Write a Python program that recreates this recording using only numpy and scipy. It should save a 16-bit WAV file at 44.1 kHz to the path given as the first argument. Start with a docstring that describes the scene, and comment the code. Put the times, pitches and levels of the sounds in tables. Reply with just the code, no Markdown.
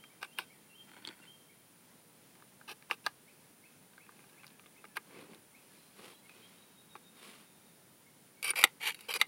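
"""Loading a box magazine in a field

A man presses shotgun shells into a box magazine: each rubs past the lips and snaps home.
He takes a shell from a carton, shifts in the grass, and works the magazine into a gun with scrapes and clacks.
Blows excite damped modes; rubs are trains of stick-slip impulses filtered by a body's impulse response.
Birds are gliding sinusoids blurred by scattering; moving air and a thin steady hiss are filtered noise."""
import sys
import numpy as np
from scipy import signal
from scipy.fft import rfft, irfft
from scipy.io import wavfile
from scipy.ndimage import map_coordinates

SR = 44100
rng = np.random.default_rng(int(sys.argv[2]) if len(sys.argv) > 2 else 0)


def materialize(psi):
    """Save the field psi as 16-bit PCM at rate SR to the path in sys.argv[1].

    A 1-D psi becomes a single channel; in a 2-D psi each row is a channel.
    """
    bounded = np.clip(np.atleast_2d(psi).T, -1, 1)
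    quanta = np.round(bounded * 32767).astype(np.int16)
    wavfile.write(sys.argv[1], SR, quanta)


N = 408807
TIME = np.arange(N) / SR  # the whole scene [s]
RING = np.arange(4096) / SR  # time after one blow [s]


def undb(db):
    """Amplitude ratio: 20 dB is a factor of ten."""
    return 10 ** (np.asarray(db) / 20)


def unit(x):
    """Normalisation to a root-mean-square value of 1."""
    return x / np.sqrt(np.mean(x ** 2) + 1e-30)


def add(out, s, x):
    """Superposition: mix x into out from time s, trimmed at both ends of the scene."""
    i = int(s * SR)
    x, i = x[max(-i, 0):], max(i, 0)
    out[i:i + len(x)] += x[:max(N - i, 0)]


def colour(x, points):
    """Linear filtering by a spectrum of points (frequency [Hz], gain [dB]), joined on a log-frequency axis."""
    hz, db = np.transpose(points)
    f = np.fft.rfftfreq(len(x), 1 / SR) + 1
    gain = undb(np.interp(np.log(f), np.log(hz), db))
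    return irfft(rfft(x) * gain, len(x))


def walk(n, rate):
    """Slow fluctuation: random values, rate of them per second, joined smoothly; spread near 1."""
    steps = rng.standard_normal(4096)
    return map_coordinates(steps, [np.arange(n) * rate / SR], order=2, mode="wrap")


def ring(modes, bright, spot_hz, spot_db, rattle_db, rattle_t60_s):
    """Modal impact: a blow excites damped modes, struck again by a short chatter of loose parts."""
    tone = 0
    for hz, width, db in modes:
        # where the body is struck decides which modes speak
        spot = np.exp(-(np.log2(hz / spot_hz) / 0.18) ** 2)
        # harder contact favours the high modes (bright in dB per octave)
        gain = undb(db + bright * np.log2(hz / 2000) + spot_db * spot)
        # the grip shifts each mode a little
        hz = hz * (1 + 0.003 * rng.standard_normal())
        decay = np.exp(-np.pi * width * RING)
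        tone = tone + gain * width * decay * np.sin(2 * np.pi * (hz * RING + rng.random()))
    tone = tone * (1 - np.exp(-RING / 0.00015))  # the contact takes a moment to build
    chatter = rng.standard_normal(len(RING)) * np.exp(-np.log(1000) * RING / rattle_t60_s)
    rattle = signal.fftconvolve(tone, chatter)[:len(RING)]
    return unit(tone) + undb(rattle_db) * unit(rattle)


def knocks(table, modes, spot_db, rattle_db, rattle_t60_s):
    """Impacts on one body, each scaled by its energy as if spread over 4 ms."""
    out = np.zeros(N)
    for s, db, bright, spot_hz in table:
        blow = ring(modes, bright, spot_hz, spot_db, rattle_db, rattle_t60_s)
        add(out, s, undb(db) * blow * np.sqrt(.004 * SR / np.sum(blow ** 2)))
    return out


def touches(table):
    """Contact hardness: light blows (time, level, favoured frequency) ring brighter at higher-pitched spots."""
    hardness, neutral_hz = 7.2, 2600  # dB per octave for each octave above the neutral spot
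    return [(s, db, hardness * np.log2(max(hz, 700) / neutral_hz), hz) for s, db, hz in table]


def ticks(start, end, rate, db, hz, spread_db, spread_octaves):
    """Random contacts (time, level, favoured frequency) at uneven gaps through a spell."""
    chance = rng.uniform(-0.88, 1, size=(64, 3))
    rows = []
    for k, (when, force, spot) in enumerate(chance):
        s = start + (k + .5 + when / 2) / rate
        rows.append((s, db + spread_db * force, hz * 2 ** (spread_octaves * spot)))
    return [row for row in rows if row[0] < end]


def slips(n, rate, spread_db, catch_db):
    """Stick-slip friction: tiny uneven impulses whose strength swells in bunches."""
    chance, size = rng.random(N)[:n], rng.uniform(-1.13, 1, N)[:n]
    strength = undb(spread_db * np.abs(size) + catch_db * walk(n, 199))
    return (chance < rate / SR) * np.sign(size) * strength


def rubs(table, body, rate, spread_db, catch_db, swell):
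    """Friction strokes: slips convolved with a body's impulse response, under a time-varying pressure."""
    out = np.zeros(N)
    for start, peak, end, db, bright in table:
        t = np.arange(start, max(end, start + .01), 1 / SR)
        # each new hold retunes the body a little
        grip = 1 + 0.029 * rng.standard_normal()
        response = np.interp(RING * grip, RING, body, right=0)
        scrape = signal.fftconvolve(slips(len(t), rate, spread_db, catch_db), response)[:len(t)]
        scrape = colour(scrape, [(250, -3 * bright), (16000, 3 * bright)])  # six octaves
        pressure = np.interp(t, [start, peak, end], [0, 1, 0]) ** swell
        add(out, start, undb(db) * unit(scrape) * pressure)
    return out


def background():
    """Shaped noise: softly moving air, slowly wandering in level, under an even high hiss."""
    # spectrum of the moving air: (frequency [Hz], level [dB])
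    air_spectrum = [(15, -68), (25, -25.5), (33, -25), (80, -18), (104, -6.5), (177, 0.5), (511, -8),
                    (716, -11.5), (911, -10), (1130, -14), (1410, -13), (1970, -15), (2230, -15),
                    (2900, -16.5), (8000, -21.5), (10400, -44.5), (17600, -120)]
    # spectrum of the thin hiss: (frequency [Hz], level [dB])
    hiss_spectrum = [(6500, -20), (8000, -14), (8900, -9.5), (9650, 0), (10400, -8.5), (11200, -14),
                     (12500, -11), (13400, -9), (15800, -9)]
    air_db, hiss_db = -64, -64.5
    air = unit(colour(rng.standard_normal(N), air_spectrum))
    air = air * undb(air_db + 0.13 * walk(N, 2.5) + .5 * walk(N, 12))
    return air + undb(hiss_db) * unit(colour(rng.standard_normal(N), hiss_spectrum))


def song(count):
    """Geometric approach: the gap and pitch of high whistles close in on last values by the same share each note."""
    start_s, first_gap_s, last_gap_s, shrink = 5.735, .345, .09, .7
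    first_hz, last_hz = 4110, 3670
    duty = 0.62  # share of each gap that is sung
    glide_hz, glide_step_hz = 170, -37  # early notes rise; later ones fall more and more
    peak_db, peak_s, fade_db_per_s = -64, 6.95, 9  # swells towards the peak and fades after it
    notes, s = [], start_s
    for k in range(count):
        left = shrink ** k
        gap = last_gap_s + (first_gap_s - last_gap_s) * left
        hz = last_hz + (first_hz - last_hz) * left
        glide = glide_hz + glide_step_hz * k
        shape = [(0, hz - glide / 2), (duty * gap, hz + glide / 2)]
        notes.append((s, shape, peak_db - fade_db_per_s * abs(s - peak_s)))
        s += gap
    return notes


def upslurs(count):
    """Slowing repetition: one rising note recurs, each gap a little longer than the last."""
    # pitch contour of the rising note: (time after its start [s], frequency [Hz])
    rising_note = [(0, 2026), (.02, 2145), (.04, 2520), (.06, 2760)]
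    start_s, gap_s, slowing_s, db = 3.256, .358, .008, -59.5  # slowing is added to each further gap
    return [(start_s + k * (gap_s + slowing_s * (k - 1) / 2), rising_note, db) for k in range(count)]


def birds():
    """Frequency modulation: far whistles are wavering gliding sinusoids, smeared by scattering over the field."""
    # two-note calls, low sliding up to high: (time [s], level of the high note [dB])
    two_note_calls = [(-.07, -64.5), (.266, -59.5), (.688, -57), (1.208, -58.5)]
    # contours of their two notes: (time after the call's start [s], frequency [Hz])
    low_note = [(0, 2780), (.04, 2700), (.068, 2850)]
    high_note = [(.052, 2990), (.08, 3156), (.146, 3210)]
    low_note_db = -6.5  # against the high note
    # contour of a chirp that rises and drops: (time after its start [s], frequency [Hz])
    chirp_shape = [(0, 2053), (.035, 2380), (.048, 2048), (.075, 1780)]
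    # its repeats: (time [s], level [dB])
    chirps = [(.085, -64), (.487, -62), (.94, -65), (1.48, -65)]
    # contour of a low, slightly sagging note: (time after its start [s], frequency [Hz])
    low_whistle = [(0, 1741), (.075, 1669)]
    # its repeats: (time [s], level [dB])
    low_whistles = [(3.41, -69), (4.019, -67), (4.33, -67), (4.5, -66), (4.89, -67), (5.69, -66.5)]
    # short gliding whistles and, in the last row, a faint brief tone near 2.2 kHz:
    # (time [s], first frequency [Hz], glide [octaves], level [dB])
    brief_tones = [(6.11, 3090, .14, -63), (6.22, 2100, .09, -64.5), (6.28, 2620, -0.14, -59.5),
                   (6.42, 3135, 0.076, -61.5), (6.51, 2060, .06, -70), (8.035, 2090, 0.096, -69),
                   (8.36, 2220, .04, -64)]
    brief_tone_s = .058

    notes = song(count=13) + upslurs(count=7)
    for s, db in two_note_calls:
        notes += [(s, low_note, db + low_note_db), (s, high_note, db)]
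    notes += [(s, chirp_shape, db) for s, db in chirps]
    notes += [(s, low_whistle, db) for s, db in low_whistles]
    notes += [(s, [(0, hz), (brief_tone_s, hz * 2 ** octaves)], db) for s, hz, octaves, db in brief_tones]
    out = np.zeros(N)
    for s, shape, db in notes:
        when, pitch = np.transpose(shape)
        n = int((when[-1] - when[0]) * SR)
        hz = np.interp(when[0] + TIME[:n], when, pitch) * (1 + .008 * walk(n, 220))
        flutter = undb(db + 2.1 * walk(n, 114)) * signal.windows.tukey(n, .5)
        add(out, s + when[0], flutter * np.sin(2 * np.pi * np.cumsum(hz) / SR))
    # nearby grass blurs each note; distant trees leave a longer tail
    t = TIME[:SR]
    scatter = rng.standard_normal(SR) * (np.exp(-t / 0.016) + 0.26 * np.exp(-t / 0.25))
    blurred = signal.fftconvolve(out, scatter / np.linalg.norm(scatter))[:N]
    return undb(-2.5) * out + undb(-1.5) * blurred


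def grass():
    """Dense friction: stalks and cloth brush in many small slips as he shifts his weight, with one foot thud."""
    # shoes and clothes brushing, and a short foot thud at 5.98 s that is cut off at its end while still rising:
    # (start [s], time the pressure rises towards [s], end [s], level [dB], brightness [dB per octave])
    brushes = [(5.04, 5.2, 5.28, -53.5, -1.5), (5.24, 5.32, 5.42, -56.5, -2), (5.5, 5.75, 6.2, -66.5, 4),
               (5.98, 6.015, 6, -48, -1.5), (5.94, 6.06, 6.17, -53.5, 1), (6.2, 6.36, 6.8, -63, 2),
               (7.14, 7.25, 7.49, -54.5, 2)]
    # spectrum of shoes and cloth in dry grass: (frequency [Hz], level [dB])
    grass_spectrum = [(80, -29), (180, 0.5), (290, -0.5), (420, 4.5), (650, -8.5), (1100, -5), (1700, -9.5),
                      (2300, -6), (4500, -13.5), (6500, -23.5), (10000, -16), (15000, -31)]
    stalk = colour(signal.unit_impulse(len(RING), idx=256), grass_spectrum)
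    return rubs(brushes, stalk, rate=3500, spread_db=9.5, catch_db=1.0, swell=0.84)


def carton():
    """Small radiator: fingers rummage in a cardboard box and lift a shell; the box gives no deep bass."""
    # resonances of the shell carton: (frequency [Hz], width [Hz], level [dB])
    carton_modes = [(292, 120, 0.5), (955, 130, 1.5), (1420, 240, -1.5), (2250, 470, -5.5), (3350, 480, -3),
                    (4380, 210, -5.5), (8200, 2400, -14.5)]
    # shells tapping the carton: (time [s], level [dB], frequency favoured by the struck spot [Hz])
    taps = [(1.0506, -39, 3400), (1.074, -37.5, 4520), (1.062, -53, 3200), (1.0765, -45.5, 280),
            (1.088, -42.5, 3400), (1.094, -46.5, 280), (1.1115, -51, 2300)]
    # spells of rummaging: (start [s], strongest [s], end [s], level [dB], brightness [dB per octave])
    rummages = [(.86, 0.959, 1.03, -57, -.5), (1.015, 1.068, 1.156, -53, -.5),
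                (1.149, 1.221, 1.32, -63, 2.5)]
    tick_rate, tick_db, tick_hz = 28, -55.5, 2000  # loose shells touch as the fingers stir them; per second
    body = ring(carton_modes, 0, spot_hz=1210, spot_db=4, rattle_db=3, rattle_t60_s=0.051)
    blows = touches(taps)
    for start, peak, end, db, bright in rummages:
        stirred = ticks((start + peak) / 2, (peak + end) / 2, tick_rate, tick_db, tick_hz,
                        spread_db=4, spread_octaves=.6)
        blows += touches(stirred)
    box = knocks(blows, carton_modes, spot_db=11.5, rattle_db=-5, rattle_t60_s=0.027)
    box = box + rubs(rummages, body, rate=420, spread_db=19, catch_db=2, swell=0.59)
    return signal.sosfilt(signal.butter(2, 150, "high", fs=SR, output="sos"), box)


def gun():
    """Coupled resonators: the magazine grates along the well, flicks the catch spring, strikes home and rebounds."""
    # resonances of the gun's receiver: (frequency [Hz], width [Hz], level [dB])
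    receiver_modes = [(401, 44, -23), (481, 49, -8.5), (777, 27, -12.5), (836, 57, -12), (1030, 80, -16),
                      (1260, 260, -12), (1497, 320, -9), (2177, 350, -2.5), (2320, 140, -9.5),
                      (2620, 280, -6), (2830, 81, -11), (3100, 230, -11.5), (3890, 180, -8),
                      (4580, 160, -11), (5700, 630, -18.5), (7900, 1400, -19), (9000, 570, -19),
                      (10350, 530, -15), (11660, 1000, -16), (14200, 1200, -28)]
    # resonances of the magazine wall sliding in the well: (frequency [Hz], width [Hz], level [dB])
    wall_modes = [(480, 54, -2), (780, 43, -12), (893, 70, 0.5), (1150, 115, -24), (1620, 110, -10),
                  (2347, 68, 6.5), (2580, 76, -2), (2877, 93, 3.5), (3174, 100, -1.5), (3900, 150, -9),
                  (4660, 610, -4.5), (5700, 160, -14.5), (7780, 650, -13.5), (9180, 290, -5),
                  (10100, 460, -8.5), (12000, 500, -11), (13800, 1200, -17)]
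    # lighter metal blows: (time [s], level [dB], frequency favoured by the struck spot [Hz])
    clicks = [(8.428, -33, 3600), (8.4445, -32, 3180), (8.505, -32, 2620), (8.5352, -39, 1320),
              (8.560, -35, 3400), (8.629, -30, 1900), (8.6724, -44, 2200), (8.808, -46, 1890),
              (8.883, -32.5, 2800), (8.9453, -41.5, 3800), (8.990, -50, 2700), (9.008, -46, 3400),
              (9.1388, -30, 4300), (9.160, -32, 3480)]
    # the magazine latches:
    # (time [s], level [dB], brightness [dB per octave], frequency favoured by the struck spot [Hz])
    latches = [(8.6392, -10, 1.5, 2250), (9.214, -15.5, 0, 2180)]
    # strokes of the magazine in the well, and one faint rub of the hand (at 8.92 s):
    # (start [s], strongest [s], end [s], level [dB], swell exponent [1]: low is even pressure, high is peaked)
    strokes = [(8.432, 8.465, 8.521, -31, .35), (8.553, 8.587, 8.655, -28.5, .8),
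               (8.795, 8.884, 8.932, -28.5, 1.2), (8.92, 9.06, 9.2, -58, .5),
               (9.082, 9.114, 9.135, -27, 1.1), (9.133, 9.16, 9.179, -30.5, .9),
               (9.188, 9.205, 9.24, -41, .9)]
    # pings of the catch spring: (time [s], level [dB])
    pings = [(8.445, -26), (8.505, -18)]
    ping_hz, ping_t60_s = 9490, 0.027
    rebound_s, rebound_db, rebound_bright = .008, -19.5, -4  # one weaker, duller rebound (dB per octave)
    stroke_bright = .1  # dB per octave
    grit_per_s, grit_db, grit_hz = 130, -11, 2880  # small catches in mid-stroke; dB against the stroke
    receiver_db = -5.5  # the receiver rings along with the sliding wall

    blows = touches(clicks)
    for s, db, bright, hz in latches:
        blows += [(s, db, bright, hz),
                  (s + rebound_s, db + rebound_db, bright + rebound_bright, hz)]
    out = np.zeros(N)
    for start, peak, end, db, swell in strokes:
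        wall = ring(wall_modes, bright=0.7, spot_hz=2870, spot_db=2, rattle_db=-2.5, rattle_t60_s=0.022)
        receiver = ring(receiver_modes, bright=0, spot_hz=480, spot_db=7, rattle_db=-1.5, rattle_t60_s=0.026)
        body = wall + undb(receiver_db) * receiver
        stroke = [(start, peak, end, db, stroke_bright)]
        out += undb(-2.0) * rubs(stroke, body, rate=1500, spread_db=12.5, catch_db=3.5, swell=swell)
        grit = ticks((start + peak) / 2, (peak + end) / 2, grit_per_s, db + grit_db, grit_hz,
                     spread_db=-2.5, spread_octaves=0.55)
        blows += touches(grit)
    out += knocks(blows, receiver_modes, spot_db=6.2, rattle_db=2.5, rattle_t60_s=0.03)
    for s, db in pings:
        decay = np.exp(-np.log(1000) * RING / ping_t60_s)
        add(out, s, undb(db) * np.sin(2 * np.pi * ping_hz * RING) * decay)
    return out


def magazine():
    """Friction then impact: hulls slide under the lips, snap down on the spring, seat and settle; fingers fiddle."""
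    # resonances of the loaded magazine: (frequency [Hz], width [Hz], level [dB])
    magazine_modes = [(342, 87, -9.5), (453, 55, -4.5), (850, 102, 1), (978, 84, 0.5), (1205, 100, 2.5),
                      (1608, 143, 6), (2164, 340, -2.5), (2386, 170, -3.5), (2836, 140, 1), (3450, 510, -5),
                      (4020, 350, -5), (4700, 1100, -8), (5660, 820, -14.5), (9000, 820, -12),
                      (10700, 4500, -8), (13400, 950, -22)]
    # shells pressed home: (time of the snap [s], level [dB], brightness [dB per octave],
    # frequency favoured by the struck spot [Hz], seating blow level [dB], its favoured frequency [Hz],
    # settling tick level [dB], rub level [dB], rub before the snap [s], rub after it [s])
    presses = [(0.2294, -34, -.5, 2570, -45, 1600, -48, -46, 0.021, 0.044),
               (.3865, -29, 3.5, 2920, -32, 960, -48, -45.5, .016, 0.065),
               (2.6865, -44, -3, 1200, -56, 2693, -49, -39.5, .011, 0.052),
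               (2.911, -24.5, -1.5, 2830, -31, 1200, -44, -43, 0.016, 0.044),
               (3.0639, -27, 1, 4170, -25.5, 1370, -59, -46.5, .024, 0.033),
               (4.9688, -31.5, 2.5, 1600, -32, 2260, -75, -47.5, 0.017, .016)]
    # light knocks of shells and fingers: (time [s], level [dB], frequency favoured by the struck spot [Hz])
    handling_knocks = [(.039, -50, 2400), (2.4235, -51.5, 1300), (2.613, -49.5, 1600), (2.8246, -53, 2200),
                       (2.900, -41, 1310), (3.9795, -49, 1650), (4.0917, -49, 1420), (4.192, -57, 2380),
                       (4.2967, -61.5, 4000), (4.434, -52.5, 2100), (4.443, -50.5, 2300),
                       (4.467, -51, 4750), (4.479, -55, 4330), (4.5956, -52, 2000), (4.66, -54, 1950),
                       (4.8425, -46, 1290), (4.852, -49.5, 1980), (5.3468, -53.5, 4260),
                       (6.2947, -52.5, 2200), (6.954, -41.5, 1193), (6.962, -52, 2420)]
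    # spells of fiddling with the shells:
    # (start [s], end [s], ticks [per s], level [dB], middle favoured frequency [Hz])
    fiddling = [(2.348, 2.45, 25, -61, 1920), (3.9, 4.75, 12, -60.5, 2390), (5.051, 5.35, 14, -57.5, 2870)]
    seat_s, seat_bright = .0034, -1.9  # the hull seats just after the rim snaps in; dB per octave
    settle_s, settle_hz = .02, 2500  # then the stack settles on the spring
    rub_peak_share, rub_bright = 0.32, .7  # strongest this share of the way through; dB per octave
    rustle_db, rustle_bright = -6.5, -3.1  # soft, dull, faint rustle: dB against the ticks, dB per octave

    body = ring(magazine_modes, 0, spot_hz=2470, spot_db=6.5, rattle_db=-6, rattle_t60_s=0.024)
    blows, slides = touches(handling_knocks), []
    for s, db, bright, hz, seat_db, seat_hz, settle_db, rub_db, before, after in presses:
        blows += [(s, db, bright, hz),
                  (s + seat_s, seat_db, seat_bright, seat_hz),
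                  (s + settle_s, settle_db, bright, settle_hz)]
        strongest = s - before + rub_peak_share * (before + after)
        slides.append((s - before, strongest, s + after, rub_db, rub_bright))
    for start, end, rate, db, hz in fiddling:
        blows += touches(ticks(start, end, rate, db, hz, spread_db=2.5, spread_octaves=0.75))
        slides.append((start, (start + end) / 2, end, db + rustle_db, rustle_bright))
    snaps = knocks(blows, magazine_modes, spot_db=11.5, rattle_db=-4, rattle_t60_s=0.025)
    return snaps + rubs(slides, body, rate=1500, spread_db=1, catch_db=2.5, swell=1.0)


def ground(x, lag_s, bounce_db):
    """Two-path interference: the turf returns a dull copy a moment later, which hollows the low middle."""
    dull = signal.sosfilt(signal.butter(1, 3500, fs=SR, output="sos"), x)
    return x + undb(bounce_db) * np.interp(TIME - lag_s, TIME, dull)


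def field_echo(x, echo_db, t60_s):
    """Diffuse reverberation: open ground returns only a faint, dull, decaying tail."""
    tail = colour(rng.standard_normal(SR), [(200, 12), (2500, 4), (6000, -1.5), (15000, -48)])
    tail = tail * np.exp(-np.log(1000) * TIME[:SR] / t60_s)
    return undb(echo_db) * signal.fftconvolve(x, tail / np.linalg.norm(tail))[:N]


def scene():
    """Superposition: handling sounds and their reflections in the open, with birds and air behind."""
    # small objects radiate little bass
    high_pass = signal.butter(4, 300, "high", fs=SR, output="sos")
    objects = signal.sosfilt(high_pass, magazine() + gun()) + carton()
    handling = undb(-1.0) * ground(objects, lag_s=0.000804, bounce_db=-13.0) + grass()
    echo = field_echo(handling, echo_db=-25, t60_s=0.14)
    return (handling + echo + birds() + background())[None]


def record(dry):
    """Band limiting: a steep elliptic low-pass removes the top of the treble."""
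    top_hz = 15900
    return signal.sosfilt(signal.ellip(10, .2, 70, top_hz, fs=SR, output="sos"), dry)


dry = scene()
out = record(dry)
materialize(out)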